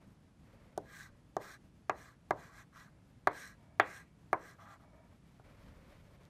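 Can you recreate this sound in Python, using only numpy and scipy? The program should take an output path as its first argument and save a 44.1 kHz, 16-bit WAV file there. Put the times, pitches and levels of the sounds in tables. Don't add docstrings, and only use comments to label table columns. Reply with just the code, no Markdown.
import sys
import numpy as np
from scipy import signal
from scipy.fft import rfft, irfft
from scipy.io import wavfile
from scipy.ndimage import uniform_filter1d

SR = 44100
rng = np.random.default_rng(int(sys.argv[2]) if len(sys.argv) > 2 else 0)


def to_wav(sig):
    pcm = np.clip(np.atleast_2d(sig), -1, 1) * 32767
    pcm = np.round(pcm).astype(np.int16)
    wavfile.write(sys.argv[1], SR, pcm.T)


def volts_from_decibels(level):
    exponent = np.asarray(level, float) / 20
    return 10 ** exponent


N = 277389

# (t/s, peak/dB, push/ms, rebound/ms, echo
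LANDINGS = [(0.7774, -24.5, 0.5, 0.95, 1.18), (1.3673, -19.5, 0.42, 0.74, 0.97),
            (1.8965, -15, 0.38, 0.43, 1.12), (2.3083, -16, 0.39, 0.63, 1.3),
            (3.2726, -10, 0.33, 0.41, 1.45), (3.7987, -6, 0.33, 0.32, 1.41),
            (4.3303, -12.5, 0.36, 0.48, 1.23), (5.3985, -45.5, 0.54, 0.69, 0.37),
            (5.126, -60, 0.42, .45, 1.4), (2.759, -54, 0.24, 0.27, 1.3), (4.589, -57, 0.21, 0.31, 1.5)]
# (delay/ms, signed gain)
ECHOES = [(0.0, 0.96), (0.82, -0.21), (1.61, 0.5), (2.06, -0.36), (2.49, 0.27), (2.77, 0.27), (3.42, -0.32),
          (3.85, -0.43), (4.97, 0.16), (6.28, -0.19), (7.39, -0.15), (7.89, 0.17)]
# (f/Hz, width/Hz, level/dB)
BOARD_TONES = [(299.3, 28, -1.5), (413, 29, -4.5), (464, 16, -5), (612, 55, -3), (740, 150, -3.5),
               (1020, 55, 6.5), (1219, 64, 1), (1577, 190, 3.5), (1906, 140, 3.5), (2370, 60, -4),
               (2940, 490, -1.5), (3560, 130, -5.5)]
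# (f/Hz, time to fall 60 dB/s)
BOARD_DECAY = [(200, 0.04), (400, 0.24), (800, 0.05), (1600, 0.034), (3000, 0.037), (8000, .02)]
# (f/Hz, time to fall 60 dB/s)
ROOM_DECAY = [(200, 0.7), (600, 0.38), (1500, 0.13), (3000, 0.73), (8000, 0.051)]
SOFT_CYCLES = 1.5
RING_DB, RING_PER_DB = -24, 0.17

# (t/s, peak/dB, knock/dB,
# sharpness/dB, stick ring/dB)
CRACKS = [(0.777, -38, -7.5, 0, -15), (1.3669, -38, -7, -6.5, -25), (1.8963, -36, -4, -9.5, -42),
          (2.308, -39.5, -1, 0, -29), (3.2728, -36.5, 3, 0.5, -27), (3.7986, -32.5, 4.5, 0, -40),
          (4.33, -41, -1, 5, -36), (6.253, -60, 1, 0, -42), (6.234, -67, 1.5, -4.5, -42),
          (2.7605, -65, 1.5, -5, -42), (2.8003, -57, 1.5, -3, -40.5)]
# (f/Hz, level/dB)
CRACK_LOW = [(2500, -29), (3000, -6.5), (3500, -4.5), (4200, -4), (4700, -7), (5300, -29)]
CRACK_MIDDLE = [(4200, -36.5), (5200, -3.5), (6300, 0), (7500, -4.5), (8600, -29.5)]
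CRACK_HIGH = [(7500, -28.5), (9000, 5.5), (11000, -3), (12500, -4), (14000, -5), (15500, -6.5),
              (16400, -31.5)]
# (f/Hz, level/dB, time to fall 60 dB/s)
STICK_TONES = [(8840, 2.5, .022), (13600, -6.5, .02)]

# (t/s, level/dB, pitch f/Hz, time to fall 60 dB/s)
CLACKS = [(.7776, -43.5, 1360, 0.032), (1.3676, -46, 1740, 0.034), (1.8966, -36.5, 2310, 0.045),
          (2.3086, -32.5, 1830, 0.039), (3.2728, -47.5, 3740, 0.037), (3.7988, -40, 3065, 0.1),
          (4.3305, -34, 2020, 0.042), (5.3968, -61, 1280, 0.028), (2.759, -52.5, 1190, 0.055),
          (4.586, -59, 1400, 0.057), (1.378, -62, 1600, .12), (3.7996, -22.5, 1130, .03)]
CLACK_WIDTH = 0.18

# (t/s, length/s, fastest at share of length, grit level/dB, pressure/dB)
STROKES = [(0.82, 0.29, 0.63, -61.5, -3), (1.386, .13, 0.4, -62, 0), (1.449, 0.14, 0.47, -62.5, -3),
           (1.93, .24, 0.31, -66, -1.5), (2.34, 0.2, .4, -66.5, 3.5), (2.487, .165, 0.67, -65.5, 1),
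           (2.715, 0.2, 0.35, -67, 2), (3.29, .275, 0.38, -58, -6.5), (3.809, 0.25, 0.52, -60.5, -3.5),
           (4.347, 0.22, 0.62, -66, 1), (4.579, 0.12, 0.34, -73, 10.5), (4.651, 0.13, 0.55, -70, 9),
           (4.788, .075, 0.47, -80.5, 9.5)]
# (f/Hz, level/dB per Hz)
GRIT = [(2600, -5), (2900, -5.5), (3400, -4), (3700, 0.5), (4050, -1.7), (4400, -3), (4850, -7), (5700, 0),
        (7500, -4), (8200, -2.5), (9600, -9.5), (10700, -12), (12400, -9.5), (16200, -13)]
# (f/Hz, width/Hz, level/dB)
HUM = [(1541, 67, -2), (1634, 88, -1), (1780, 60, -5)]
# (f/Hz, width/Hz, level/dB)
DRAG = [(1030, 47, -5.5), (1186, 210, -2), (1360, 72, -4)]
# (f/Hz, width/Hz, level/dB)
SINGING = [(1945, 100, 2), (2090, 100, -4.5), (2265, 110, -6.5), (2444, 110, -8)]
# (f/Hz, width/Hz, level/dB)
WEIGHT = [(658, 98, -3.5), (814, 49, -1.5)]
# (f/Hz, width/Hz, level/dB)
TIP_PRESSED = [(3080, 200, -6), (3380, 160, 0)]
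# (f/Hz, width/Hz, level/dB)
TIP_LIGHT = [(4030, 130, 0.5), (4280, 130, -5)]
# (f/Hz, width/Hz, level/dB)
RIDGE = [(1660, 130, 0)]
# (level over grit/dB, level per pressure/dB per dB, power of speed)
LAYERS = [
    (-1.5, 0, 1.9),
    (1.5, 0.06, 1.3),
    (0.5, 1.06, 0.77),
    (0, 0.24, 1.5),
    (-8, 1.52, 0.98),
    (-14, 0.73, 1.7),
    (-12, -0.15, 1.1),
    (-8, -0.05, 1.3),
]
# level/dB, then time to fall 60 dB/s
LINGER_DB = (-60, -45, -40, -46, -42, -55.5, -60.5, -65)
LINGER_T60 = (.25, 0.41, 0.48, 0.55, 0.41, 0.22, .15, .15)
LINGER_PER_DB = 0.8
FULL_SPEED = 1.032

# (t/s, length/s, level/dB)
SKIMS = [(3.566, 0.29, -70.5), (4.828, 0.13, -67.5), (4.93, 0.14, -68), (5.03, .1, -76)]
# (f/Hz, width/Hz, level/dB)
SKIN_TONES = [(646, 150, 0), (946, 80, -2.5), (1250, 150, -10), (1742, 240, -14), (2265, 94, -9)]

# (t/s, length/s, rustle/dB, brightness/dB, floor thud/dB)
MOVES = [(0.0, 0.064, -68.5, -11, -90), (0.404, 0.47, -69.5, -12, -70), (1.07, 0.15, -73, -23, -72),
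         (2.877, 0.17, -75, -24, -72), (5.1, 0.076, -72.5, -13, -81.5), (5.22, 0.26, -79, -2.5, -75),
         (5.437, 0.16, -65, -10.5, -61.5), (5.568, 0.13, -68, -7.5, -60.5), (5.656, 0.14, -65.5, -12, -58),
         (5.775, 0.13, -68, -10.5, -65.5), (5.868, 0.15, -65.5, -8.5, -65), (5.98, 0.29, -71, -8.5, -69.5),
         (6.191, 0.14, -74, -9, -75)]
# (f/Hz, level/dB per Hz)
CLOTH = [(300, -5.5), (400, -8.5), (570, -1.5), (788, -14), (950, -10), (1700, -16), (2210, -17.5),
         (2700, -26), (6840, -43), (16200, -47.5)]

# (f/Hz, level/dB per Hz)
AIR = [(11, -46), (24, -19.5), (50, -3.5), (170, -2), (239, -8.5), (300, -10.5), (366, -17.5), (544, -20.5),
       (1370, -27.5), (1700, -29), (4000, -36), (11100, -43), (16200, -44.5)]

# (lower edge f/Hz, limit/dB per Hz)
FAINT_LIMITS = [(12060, -125.3), (12750, -124.6), (13440, -123.5), (14130, -116.5), (14990, -107),
                (15700, -101)]


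def taps():
    out = np.zeros(N)
    ms = np.arange(400) / SR * 1000 - 2
    ring_t = np.arange(8000) / SR
    thump_t = np.arange(4000) / SR
    for s, peak_db, push, rebound, echo in LANDINGS:
        phase = (ms - push / 2) / np.where(ms < push / 2, 2 * push, 2 * rebound)
        blow = -np.sin(2 * np.pi * phase) * np.exp(-(phase / 0.53) ** 4)
        blow -= 0.038 * np.exp(-((ms + push / 2 + 0.16) / 0.029) ** 2)
        soft_hz = 1000 * SOFT_CYCLES / (push + rebound)
        blow = signal.sosfiltfilt(signal.butter(2, soft_hz, fs=SR, output="sos"), blow)
        paths = np.zeros(800)
        for delay, gain in ECHOES:
            paths[round(delay * SR / 1000)] = gain * (echo if delay else 1)
        add(out, s - 2 / 1000, volts_from_decibels(peak_db) * np.convolve(blow, paths))

        ring = decay(resonant(rng.standard_normal(8000), BOARD_TONES), BOARD_DECAY)[:8000]
        ring *= np.clip(ring_t / 0.0079 - 0.5, 0, 1)
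        ring_db = peak_db * (1 + RING_PER_DB) + RING_DB + 18
        add(out, s, volts_from_decibels(ring_db) * np.convolve(blow, ring))

        room = decay(rng.standard_normal(24000), ROOM_DECAY)
        add(out, s + 0.012, volts_from_decibels(peak_db - 14.5) * signal.fftconvolve(blow, room))
        thump = np.sin(2 * np.pi * 110 * thump_t) * np.exp(-thump_t / 0.016)
        add(out, s, volts_from_decibels(0.4 * peak_db - 38) * thump)
    return out


def ticks():
    out = np.zeros(N)
    t = np.arange(-100, 924) / SR
    after = np.maximum(t, 0)
    for s, peak_db, low_db, high_db, stick_db in CRACKS:
        crack = 0
        parts = ((CRACK_LOW, low_db, 0.006), (CRACK_MIDDLE, 0, 0.003), (CRACK_HIGH, high_db, 0.0015))
        for colour, db, linger in parts:
            crumbs = 0.032 * rng.standard_normal(1024) * (t > 0) * np.exp(-after / linger)
            part = coloured((t == 0) + crumbs, colour) * signal.windows.tukey(1024, 0.15)
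            crack = crack + volts_from_decibels(db) * part / abs(part).max()
        stick = sum(volts_from_decibels(db - 60 * after / t60) * np.sin(2 * np.pi * hz * after)
                    for hz, db, t60 in STICK_TONES)
        add(out, s - 90 / SR, volts_from_decibels(peak_db) * (crack + volts_from_decibels(stick_db) * stick))
        room = decay(rng.standard_normal(12000), ROOM_DECAY)
        add(out, s + 0.002, volts_from_decibels(peak_db - 25) * signal.fftconvolve(crack, room))
    return out


def clacks():
    out = np.zeros(N)
    t = np.arange(8000) / SR
    for s, level_db, pitch_hz, t60 in CLACKS:
        cluster = [(pitch_hz * shift, pitch_hz * CLACK_WIDTH, 0) for shift in (0.9, 1.1)]
        burst = resonant(resonant(rng.standard_normal(8000), cluster), cluster)
        add(out, s, volts_from_decibels(level_db - 60 * t / t60) * np.minimum(t / 0.0006, 1) * burst)
    return out


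def gritty_hiss():
    z = signal.stft(coloured(grains(2.2, 60), GRIT), nperseg=256)[2]
    patches = uniform_filter1d(rng.standard_normal(z.shape), size=4, axis=0)
    patches = evened(uniform_filter1d(patches, size=30, axis=1))
    return evened(signal.istft(z * volts_from_decibels(2.2 * patches), nperseg=256)[1][:N])


def strokes():
    hum = resonant(grains(1.5, 500), HUM)
    sounds = (gritty_hiss(), hum, resonant(grains(1.8, 500), DRAG), resonant(grains(1.5, 400), SINGING),
              resonant(grains(1.2, 500), WEIGHT), resonant(grains(2.0, 400), TIP_PRESSED),
              resonant(grains(2.0, 400), TIP_LIGHT), resonant(hum, RIDGE))
    start, length, top, grit_db, press_db = np.transpose(STROKES)
    out = np.zeros(N)
    for x, layer, linger_db, t60 in zip(sounds, LAYERS, LINGER_DB, LINGER_T60):
        db, per_db, power = layer
        moving = swells(start, length, top, grit_db + db + per_db * press_db, power)
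        out += x * np.hypot(moving, lingering(linger_db, t60))
    return out


def lingering(level_db, t60):
    out = np.zeros(N)
    t = np.arange(SR // 2) / SR
    for s, peak_db, *_ in LANDINGS:
        db = (1 + LINGER_PER_DB) * peak_db + level_db - 60 * t / t60
        add(out, s, volts_from_decibels(db) * np.minimum(t / 0.0087, 1))
    return out


def swells(starts, lengths, tops, level_db, power):
    out = np.zeros(N)
    for s, length, top, db in np.broadcast(starts, lengths, np.clip(tops, 0.05, 0.95), level_db):
        u = np.arange(0, length, 1 / SR) / length
        rise_fall = np.minimum(u / top, (1 - u) / (1 - top))
        speed = np.minimum(FULL_SPEED * np.sin(np.pi / 2 * rise_fall), 1)
        add(out, max(s, 0), volts_from_decibels(db) * speed ** power)
    return out


def skims():
    start, length, level_db = np.transpose(SKIMS)
    return resonant(grains(1.2, 400), SKIN_TONES) * swells(start, length, 0.33, level_db, 0.45)


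def moves():
    cloth = coloured(grains(1.4, 700), CLOTH)
    dull = signal.sosfiltfilt(signal.butter(2, 3000, fs=SR, output="sos"), cloth)
    bright = evened(cloth - dull)
    thud = coloured(grains(1.7, 1500), [(15, -12), (30, 0.5), (60, 0.0), (140, -11.5), (300, -12)])
    start, length, rustle_db, bright_db, thud_db = np.transpose(MOVES)
    parts = ((evened(dull), rustle_db), (bright, rustle_db + bright_db), (thud, thud_db))
    return sum(x * swells(start, length, 0.35, db, 0.61) for x, db in parts)


def air():
    return volts_from_decibels(-62) * coloured(grains(0.9, 3000), AIR)


def grains(spread_db, hold):
    flicker = evened(uniform_filter1d(rng.standard_normal(N), size=hold))
    return rng.standard_normal(N) * volts_from_decibels(spread_db * flicker)


def decay(noise, t60s):
    hz, t, z = signal.stft(noise, SR, nperseg=128)
    tail = signal.istft(z * volts_from_decibels(-60 * t / read(t60s, hz)[:, None]), SR, nperseg=128)[1]
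    return tail / np.linalg.norm(tail)


def resonant(x, modes):
    hz = np.fft.rfftfreq(len(x), 1 / SR)
    power = sum(volts_from_decibels(2 * db) / (1 + (2 * (hz - f) / w) ** 2) ** 1.5 for f, w, db in modes)
    return evened(irfft(rfft(x) * np.sqrt(power), len(x)))


def coloured(x, points):
    hz = np.fft.rfftfreq(len(x), 1 / SR)
    inside = (hz >= points[0][0]) & (hz <= points[-1][0])
    return evened(irfft(rfft(x) * volts_from_decibels(read(points, hz)) * inside, len(x)))


def read(points, hz):
    f, value = np.transpose(points)
    return np.interp(np.log(hz + 1), np.log(f + 1), value)


def evened(x):
    return x / np.sqrt(np.mean(x ** 2) + 1e-20)


def add(mix, s, sound):
    part = mix[round(s * SR):][:len(sound)]
    part += sound[:len(part)]


def scene():
    chalk = taps() + ticks() + clacks() + strokes()
    return (chalk + skims() + moves() + air())[None]


def low_pass(x):
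    return signal.sosfilt(signal.butter(12, 16520, fs=SR, output="sos"), x)


def record(dry):
    hz, _, z = signal.stft(dry[0], SR, nperseg=1024, noverlap=768, scaling="psd")
    struck = (abs(z) ** 2).mean(0) > volts_from_decibels(2 * -84)
    edges = [edge for edge, _ in FAINT_LIMITS] + [SR / 2]
    for (edge, limit_db), top in zip(FAINT_LIMITS, edges[1:]):
        band = (hz >= edge) & (hz < top)
        power = uniform_filter1d(2 * (abs(z[band][:16]) ** 2).mean(0), size=3)
        z[band] *= struck | (power > volts_from_decibels(2 * limit_db))
    kept = signal.istft(z, SR, nperseg=1024, noverlap=768, scaling="psd")[1][:N]
    return low_pass(kept[None])


dry = scene()
out = record(dry)
to_wav(out)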